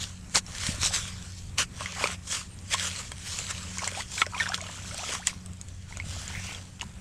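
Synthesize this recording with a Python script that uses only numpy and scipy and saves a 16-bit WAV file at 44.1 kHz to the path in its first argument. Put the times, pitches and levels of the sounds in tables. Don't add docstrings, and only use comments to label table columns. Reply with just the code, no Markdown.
import sys
import numpy as np
from scipy import signal
from scipy.fft import rfft, irfft
from scipy.io import wavfile
from scipy.ndimage import uniform_filter1d

SR = 44100
rng = np.random.default_rng(int(sys.argv[2]) if len(sys.argv) > 2 else 0)


def put_to_file(sound):
    columns = np.atleast_2d(sound).T
    safe = np.clip(columns, -1, 1)
    whole_steps = np.round(safe * 32767)
    wavfile.write(sys.argv[1], SR, whole_steps.astype(np.int16))


N = 308960


def amp(db):
    return 10 ** (np.asarray(db) / 20)


def evened(x):
    return x / np.sqrt(np.mean(x ** 2) + 1e-20)


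def curves(rows):
    s, *columns = np.transpose(rows)
    return [np.interp(np.arange(N) / SR, s, c) for c in columns]


def coloured(x, points):
    f, db = np.transpose(points)
    hz = np.fft.rfftfreq(len(x), 1 / SR)
    gain = amp(np.interp(np.log(hz + 1), np.log(f + 1), db))
    return evened(irfft(rfft(x) * gain, len(x)))


def wander(per_s):
    width = int(SR / per_s)
    once = uniform_filter1d(rng.standard_normal(N), width)
    return evened(uniform_filter1d(once, width))


def add(mix, s, sound):
    part = mix[max(round(s * SR), 0):][:len(sound)]
    part += sound[:len(part)]


def crumbs(per_s, spread_db, smooth):
    struck = rng.exponential(1, N)
    size = amp(spread_db * np.minimum(struck, 5)) * (rng.random(N) < per_s / SR)
    burst = np.exp(-np.arange(60) / 10.7)
    clicks = evened(signal.oaconvolve(size, burst)[:N])
    return rng.standard_normal(N) * (smooth + clicks)


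def patchy(x, depth_db):
    z = signal.stft(x, nperseg=512, noverlap=384)[2]
    across_pitch = uniform_filter1d(rng.standard_normal(z.shape), 7, 0)
    field = evened(uniform_filter1d(across_pitch, 24, 1))
    return evened(signal.istft(z * amp(depth_db * field), nperseg=512, noverlap=384)[1][:len(x)])


# (crest t/s, effort level/dB, rise t/s, fall t/s,
# shape 1 pointed - 3 blunt, weight of the low slosh against the grit level/dB before each layer's trim)
STROKES = [(0.021, -36, .1, 0.13, 0.86, -5.5), (0.33, -45, .06, 0.034, 1.2, -13),
           (0.36, -22, 0.018, 0.039, 2.4, -3), (0.48, -46, 0.017, 0.28, 2.5, -2.5),
           (0.655, -33.5, 0.16, 0.21, 1.36, -3.5), (0.86, -27, 0.077, 0.053, 1.86, -9),
           (0.948, -26.5, 0.044, 0.098, 1.03, -6), (1.086, -41, 0.33, 0.22, 0.78, -0.5),
           (1.27, -48.5, 0.23, 0.13, 1.3, -3.5), (1.387, -46.5, 0.13, 0.16, 0.8, -23),
           (1.591, -23.5, 0.015, 0.054, 2.16, 0.5), (1.81, -42.5, 0.088, 0.32, 1.4, 1),
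           (2.04, -32, 0.14, 0.07, 1.25, 4), (2.11, -39, 0.056, 0.056, 4.3, 1),
           (2.341, -29, 0.083, .1, 1.22, -5.5), (2.739, -26, 0.038, 0.026, 1.9, -1.5),
           (2.86, -31.5, 0.18, 0.088, 1.5, -2.5), (2.999, -37, 0.25, 0.14, 1, -0.5),
           (3.275, -35.5, 0.14, 0.6, 0.86, -9), (3.394, -37.5, 0.14, 0.12, 1.13, 0),
           (3.507, -34, 0.067, 0.042, 0.83, 0), (3.6, -44, 0.5, 0.5, 1.3, 0.5),
           (3.767, -40.5, 0.11, 0.14, 0.78, -5), (3.85, -36, 0.078, 0.093, 1.25, -3),
           (4.005, -36, 0.21, 0.062, 1.03, -2.5), (4.13, -38.5, 0.034, 0.11, 2.6, -22),
           (4.214, -32.5, 0.13, 0.037, 1.28, -7), (4.404, -35.5, 0.1, 0.23, 0.79, 0),
           (4.545, -30, 0.011, 0.02, 1.4, 1), (4.7, -49, 0.58, 0.82, 2.3, 5.5),
           (4.97, -44, 0.45, 0.37, 1.9, -10), (5.145, -34, 0.27, 0.065, 1.3, -1.5),
           (5.22, -52.5, .1, 0.083, 1.6, -3), (5.274, -30, 0.024, 0.053, 0.92, -4.5),
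           (5.9, -50, 0.063, 0.39, 1.2, -4), (6.12, -41, 0.091, 0.48, 1.96, -5),
           (6.455, -43.5, 0.13, 0.24, 1.3, -2.5), (6.56, -49, 0.18, 0.061, 3.6, 6),
           (6.818, -43, 0.011, 0.034, 0.84, -5)]
EDGE_DB = -20
SEEP_DB, SEEP_WEIGHT_DB = -57.5, -3.5


def effort():
    t = np.arange(0, N + 32, 32) / SR
    s, db, rise, fall, shape, weight_db = np.transpose(STROKES)[:, :, None]
    before, after = (s - t) / np.maximum(rise, .004), (t - s) / np.maximum(fall, .004)
    away = np.where(t < s, before, after)
    power = amp(db + EDGE_DB * away ** np.clip(shape, .7, 4)) ** 2
    seep = amp(SEEP_DB) ** 2
    total = power.sum(0) + seep
    mean_db = ((power * weight_db).sum(0) + seep * SEEP_WEIGHT_DB) / total
    return [np.interp(np.arange(N) / SR, t, c) for c in (10 * np.log10(total), mean_db)]


# (f/Hz, relative level/dB)
GRIT = [(1060, -20), (1800, -5.5), (1990, -10), (2280, -6.5), (2840, -7), (3230, -0.5), (3710, -4),
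        (4330, -3), (4920, -4), (5750, -2), (7840, -1.5), (8910, -8), (14600, -35.5), (15600, -54),
        (16000, -69)]
# (f/Hz, relative level/dB)
SLOSH = [(150, -55), (250, -6), (352, -19), (534, 1), (801, -14), (1070, 2), (1680, -1), (3000, 2),
         (3900, -34), (6600, -120)]
# (t/s, level/dB added to drops and small bubbles)
WET = [(0, -0.5), (1.7, -4.5), (2.1, 3.5), (2.3, -7.5), (3.3, -6), (3.9, 2.5), (4.4, 2), (5.9, 1),
       (6.1, -1), (7.01, 8)]


def dig():
    effort_db, weight_db = effort()
    stutter_db = 1.01 * wander(103) - 0.066 * curves(WET)[0]
    grit = patchy(coloured(crumbs(1500, 7.9, smooth=3.1), GRIT), 2.4) * amp(effort_db + stutter_db)
    slosh = patchy(coloured(crumbs(400, 4.6, smooth=3.0), SLOSH), 3.0)
    return grit + slosh * amp(effort_db + weight_db + stutter_db - 4.0)


def gurgle():
    effort_db, weight_db = effort()
    out = np.zeros(N)
    for hz, cycles in zip(np.geomspace(700, 8500, num=30), np.resize([.8, 1.6, 3.5], 30)):
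        t = np.arange(round(5 * cycles * SR / hz)) / SR
        rising = np.sin(2 * np.pi * hz * t * (1 + 0.014 * hz * t))
        bubble = np.exp(-t * hz / cycles) * rising / np.sqrt(cycles)
        moments = rng.random(N) < 8 / SR
        train = moments * amp(3 * np.minimum(rng.exponential(1, N), 3))
        out += signal.oaconvolve(train, bubble)[:N]
    return out * amp(effort_db + .4 * weight_db + curves(WET)[0])


# (t/s, level/dB)
HUM = [(0, -47), (.35, -60), (.75, -39.5), (1.75, -52.5), (2.8, -44.5), (3.6, -49), (4.55, -47),
       (5.2, -56.5), (5.6, -45), (6.35, -45.5), (7.01, -57)]
HUM_HZ = 91.16
THROB_DB, THROB_DEPTH, THROB_PER_S, FULL_S = -53, 0.52, 1.152, 2.833


def hum():
    turns = np.cumsum(HUM_HZ * (1 + 0.00588 * wander(3.46))) / SR
    throb = 1 + THROB_DEPTH * np.cos(2 * np.pi * THROB_PER_S * (np.arange(N) / SR - FULL_S))
    levels = amp(curves(HUM)[0]), amp(THROB_DB) * throb
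    out = np.zeros(N)
    for order, level in enumerate(levels, start=1):
        waver = amp(2.12 * wander(8.7))
        out += np.sqrt(2) * level * waver * np.sin(2 * np.pi * (order * turns + rng.random()))
    return out


# (t/s, level/dB)
WIND = [(0.0, -52), (0.75, -42.5), (1.1, -44.5), (1.6, -46), (2.1, -52.5), (3.6, -49.5), (5.2, -54),
        (6.1, -44), (7.01, -46.5)]
# (f/Hz, relative level/dB)
RUMBLE = [(8.8, -42), (15, 10), (32, 8), (70, 15), (89, 10.5), (183, 1.5), (261, -23.5), (400, -27),
          (520, -30), (880, -120)]
# (f/Hz, relative level/dB)
AIR = [(47, -5.5), (80, 4.5), (217, -6.5), (323, -16.5), (563, -20.5), (2660, -27), (3960, -63),
       (7530, -24.5), (12300, -43.5), (14000, -49), (16000, -77)]
AIR_DB = -47.5


def outdoors():
    wind = coloured(rng.standard_normal(N), RUMBLE) * amp(curves(WIND)[0] + 2.4 * wander(6.6))
    return wind + amp(AIR_DB + 1.8 * wander(14)) * coloured(rng.standard_normal(N), AIR)


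# (start t/s, end t/s, mean level/dB)
BUBBLING = [(1.95, 2.14, -33), (3.76, 4.03, -32), (4.22, 4.28, -30), (4.33, 4.57, -29), (4.57, 4.7, -34),
            (4.78, 5.17, -37), (5.9, 6.4, -39)]
POCKETS_PER_S, LOW_HZ, HIGH_HZ = 75, 550, 3200


def small_pockets():
    rows = []
    for start, end, db in BUBBLING:
        count = round((end - start) * POCKETS_PER_S)
        moment, size, pitch = rng.random((30, 3))[:count].T
        hz = LOW_HZ * (HIGH_HZ / LOW_HZ) ** pitch
        rows += zip(start + moment * (end - start), db + 12 * (size - .5), hz)
    return rows


# (t/s, nominal level/dB, nominal pitch f/Hz)
PLOPS = [(0.0391, -20, 2870), (0.743, -32.5, 597), (0.908, -27, 767), (1.8078, -23, 1106),
         (1.809, -28.5, 617), (1.818, -23.5, 1120), (1.859, -15.5, 2040), (2.0412, -17, 544),
         (2.041, -8, 2390), (2.0573, -16.5, 1220), (2.0715, -18.5, 2440), (2.123, -36, 700),
         (2.414, -29, 1190), (2.7405, -19.5, 3570), (2.7447, -15, 1040), (2.8533, -18, 3140),
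         (3.1187, -25, 3130), (3.3885, -19.5, 2680), (3.549, -23, 2870), (3.579, -25, 2840),
         (3.773, -27.5, 1070), (3.7915, -21.5, 2170), (3.82, -24, 1100), (3.8431, -24.5, 1700),
         (3.8767, -16.5, 2100), (3.949, -22.5, 2430), (4.0056, -21, 1980), (4.1813, -22, 1560),
         (4.179, -17.5, 2380), (4.2182, -7, 2120), (4.2189, -6, 1294), (4.2312, -21, 1070),
         (4.325, -33, 970), (4.349, -23, 2440), (4.3796, -18, 3140), (4.4, -11, 2200), (4.4068, -19, 3860),
         (4.419, -21, 3500), (4.4264, -17, 3420), (4.4582, -18, 1770), (4.4653, -19, 1570),
         (4.473, -22, 3520), (4.5196, -17.5, 1570), (4.5347, -19, 1660), (4.5452, -20.5, 4080),
         (4.54, -50, 610), (4.6066, -26, 2180), (4.688, -26.5, 1724), (4.9925, -23.5, 2560),
         (5.033, -26.5, 700), (5.0385, -25, 1250), (5.09, -23, 2300), (5.092, -28.5, 516),
         (5.151, -22, 1110), (5.2716, -14, 3130), (5.273, -16.5, 1960), (5.274, -29, 1110),
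         (5.295, -26, 2280), (5.305, -30, 2150), (5.33, -33.5, 1090), (5.9247, -27.5, 2070),
         (5.9996, -16.5, 2130), (6.351, -22.5, 2030), (6.5477, -21, 3280), (6.811, -14, 2830),
         (6.817, -29, 1870), (6.8286, -27, 940)]
RING_S, RING_SLOPE = .019, .45


def plops():
    out, t = np.zeros(N), np.arange(3000) / SR
    rows = PLOPS + small_pockets()
    for (s, db, hz), noise in zip(rows, rng.standard_normal((len(rows), 3000))):
        life = t / (RING_S * (1000 / hz) ** RING_SLOPE)
        rising_hz = hz * 2 ** (0.3 * np.minimum(life, 1) - .04)
        ring = np.sin(2 * np.pi * np.cumsum(rising_hz) / SR)
        spit = coloured(noise, [(hz / 4, -30), (hz / 2.3, 0), (hz * 2.3, 0), (hz * 5, -30)])
        spit = .33 * spit * amp(-110 * life)
        onset = 1 - np.exp(-t / 0.00069)
        add(out, s, amp(db) * onset * (amp(-60 * life) * ring + spit))
    return out


# (t/s, nominal level/dB, centre f/Hz, low smack against that level/dB)
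TICKS = [(0.348, -18, 7940, -20), (0.3573, -6, 4300, -8), (0.4647, -30, 5560, -25),
         (0.5831, -30, 3200, -24), (0.8323, -12, 5740, -7), (0.8603, -12.5, 7100, -26),
         (0.9389, -19, 7200, -11), (1.584, -9.5, 3130, -19), (1.8588, -25, 3230, -10), (2.04, -18, 4360, 6),
         (2.0737, -22.5, 4370, 2), (2.589, -36.5, 4740, -28), (2.7254, -21, 3300, -18),
         (2.797, -13, 3250, -24), (2.833, -21, 3180, -9), (2.9142, -29, 3300, -24), (3.1184, -26, 8350, -1),
         (3.3878, -19, 7000, -17), (3.5097, -21.5, 7280, -3), (3.7838, -20, 6600, -17),
         (3.8433, -20.5, 4340, -9), (3.8763, -14.5, 7280, -10), (4.118, -31, 7640, -13),
         (4.2171, -11.5, 3350, -1.5), (4.265, -26.5, 5250, -5), (4.4903, -19.5, 5500, -16),
         (4.544, -16.5, 3360, -23), (4.5775, -23.5, 5700, -12), (4.614, -23.5, 6600, -25),
         (4.6664, -24, 3000, -4.5), (4.9453, -26, 7500, -27), (4.9795, -20.5, 8200, -19),
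         (5.0925, -26, 3220, -10), (5.137, -21, 6150, -5), (5.2706, -17, 4450, -20),
         (5.271, -9.5, 7200, -24), (5.297, -31, 8150, -20), (5.461, -31.5, 8100, -33),
         (5.534, -35.5, 7500, -26), (5.6133, -23, 6600, -39), (5.6855, -31, 7200, -33),
         (5.9715, -25.5, 6870, -11), (6.279, -25, 7000, -29), (6.7969, -33, 3270, -10),
         (6.8175, -24, 6750, -5)]


def ticks():
    out, t = np.zeros(N), np.arange(1500) / SR
    fade = amp(-60 * t / 0.0046) + 0.2 * amp(-60 * t / 0.026)
    fade = fade * (1 - np.exp(-t / .0001))
    for (s, db, hz, low_db), (a, b) in zip(TICKS, rng.standard_normal((len(TICKS), 2, 1500))):
        crack = coloured(coloured(a, GRIT), [(hz / 1.074, -9), (hz, 0), (hz * 2.1, -12)])
        ring = np.sin(2 * np.pi * hz * t)
        smack = amp(low_db) * coloured(b, SLOSH) * fade ** 0.9
        add(out, s, amp(db) * (fade * (0.6 * crack + 0.91 * ring) + smack))
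    return out


# (t/s, nominal level/dB, f/Hz)
THUMPS = [(0.692, -18.5, 146), (0.785, -32.5, 200), (6.067, -28.5, 118), (6.378, -29, 100)]


def thumps():
    out = np.zeros(N)
    for s, db, hz in THUMPS:
        u = np.arange(-2 / hz, 2 / hz, 1 / SR) * hz
        push = np.exp(-(u / 0.34) ** 2) * np.sin(2 * np.pi * (u + 0.38))
        add(out, s - 2 / hz, amp(db) * push)
    return out


# (t/s, length t/s, level/dB before the rasp)
TRILLS = [(2.48, 0.1, -51.5), (2.599, 0.056, -53), (3.16, 0.05, -52)]
TRILL_HZ, TRILL_PER_S = 8700, 101


def insect():
    out = np.zeros(N)
    for s, length, db in TRILLS:
        t = np.arange(round(length * SR)) / SR
        pulses = np.sin(np.pi * TRILL_PER_S * t) ** 2 * signal.windows.tukey(len(t), .4)
        add(out, s, amp(db) * pulses * np.sin(2 * np.pi * TRILL_HZ * t))
    return out * (1 + 0.75 * wander(900))


# (t/s, level/dB before the flutter, start f/Hz, end f/Hz, length t/s, fade level/dB)
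SWEEPS = [(3.826, -33, 600, 1150, .012, 0), (3.972, -31, 740, 1300, .042, 13),
          (4.335, -37, 950, 1250, .06, 2), (4.36, -39, 2150, 2700, .03, 2),
          (4.404, -17, 1800, 1950, .03, 28), (4.418, -26, 1530, 1650, .025, 26),
          (4.472, -34, 900, 1300, .02, 4), (4.496, -34, 720, 860, .022, 8), (4.616, -38, 620, 700, .016, 6),
          (4.92, -44, 560, 900, .035, 4), (4.984, -43, 650, 1350, .045, 3),
          (5.192, -45, 700, 2800, .052, 0)]


def sweeps():
    out = np.zeros(N)
    for s, db, start_hz, end_hz, length, fade_db in SWEEPS:
        u = np.linspace(0, 1, round(length * SR))
        phase = 2 * np.pi * np.cumsum(start_hz + (end_hz - start_hz) * u ** 2) / SR
        add(out, s, amp(db - fade_db * u) * signal.windows.tukey(len(u), .2) * np.sin(phase))
    return out * amp(4 * wander(200))


# (t/s, level/dB before its flutter, hollow pitch f/Hz)
SWISH = [(6.1, -90, 1850), (6.235, -46.5, 1910), (6.3, -60, 1948), (6.36, -38.5, 2004), (6.41, -48, 2280),
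         (6.46, -44, 2552), (6.59, -55, 2510), (6.63, -107, 2500)]


def swish():
    level_db, hz = curves(SWISH)
    a, b = rng.standard_normal((2, N))
    band = uniform_filter1d(a, 50) + 1j * uniform_filter1d(b, 50)
    carrier = np.exp(2j * np.pi * np.cumsum(hz) / SR)
    return amp(level_db + 3 * wander(40)) * evened((band * carrier).real)


def scene():
    near = ticks() + plops() + gurgle()
    walls = rng.standard_normal(900) * amp(-60 * np.arange(900) / SR / 0.082)
    scatter = signal.oaconvolve(near, walls / np.linalg.norm(walls))[:N]
    near = near + amp(-11) * scatter
    mono = near + dig() + sweeps() + swish() + thumps() + hum() + outdoors() + insect()
    return np.array([mono, mono])


EDGE_HZ = 15700


def record(dry):
    lowpass = signal.firwin(511, EDGE_HZ, window=("kaiser", 9), fs=SR)
    return signal.oaconvolve(dry, lowpass[None], "same")


dry = scene()
out = record(dry)
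put_to_file(out)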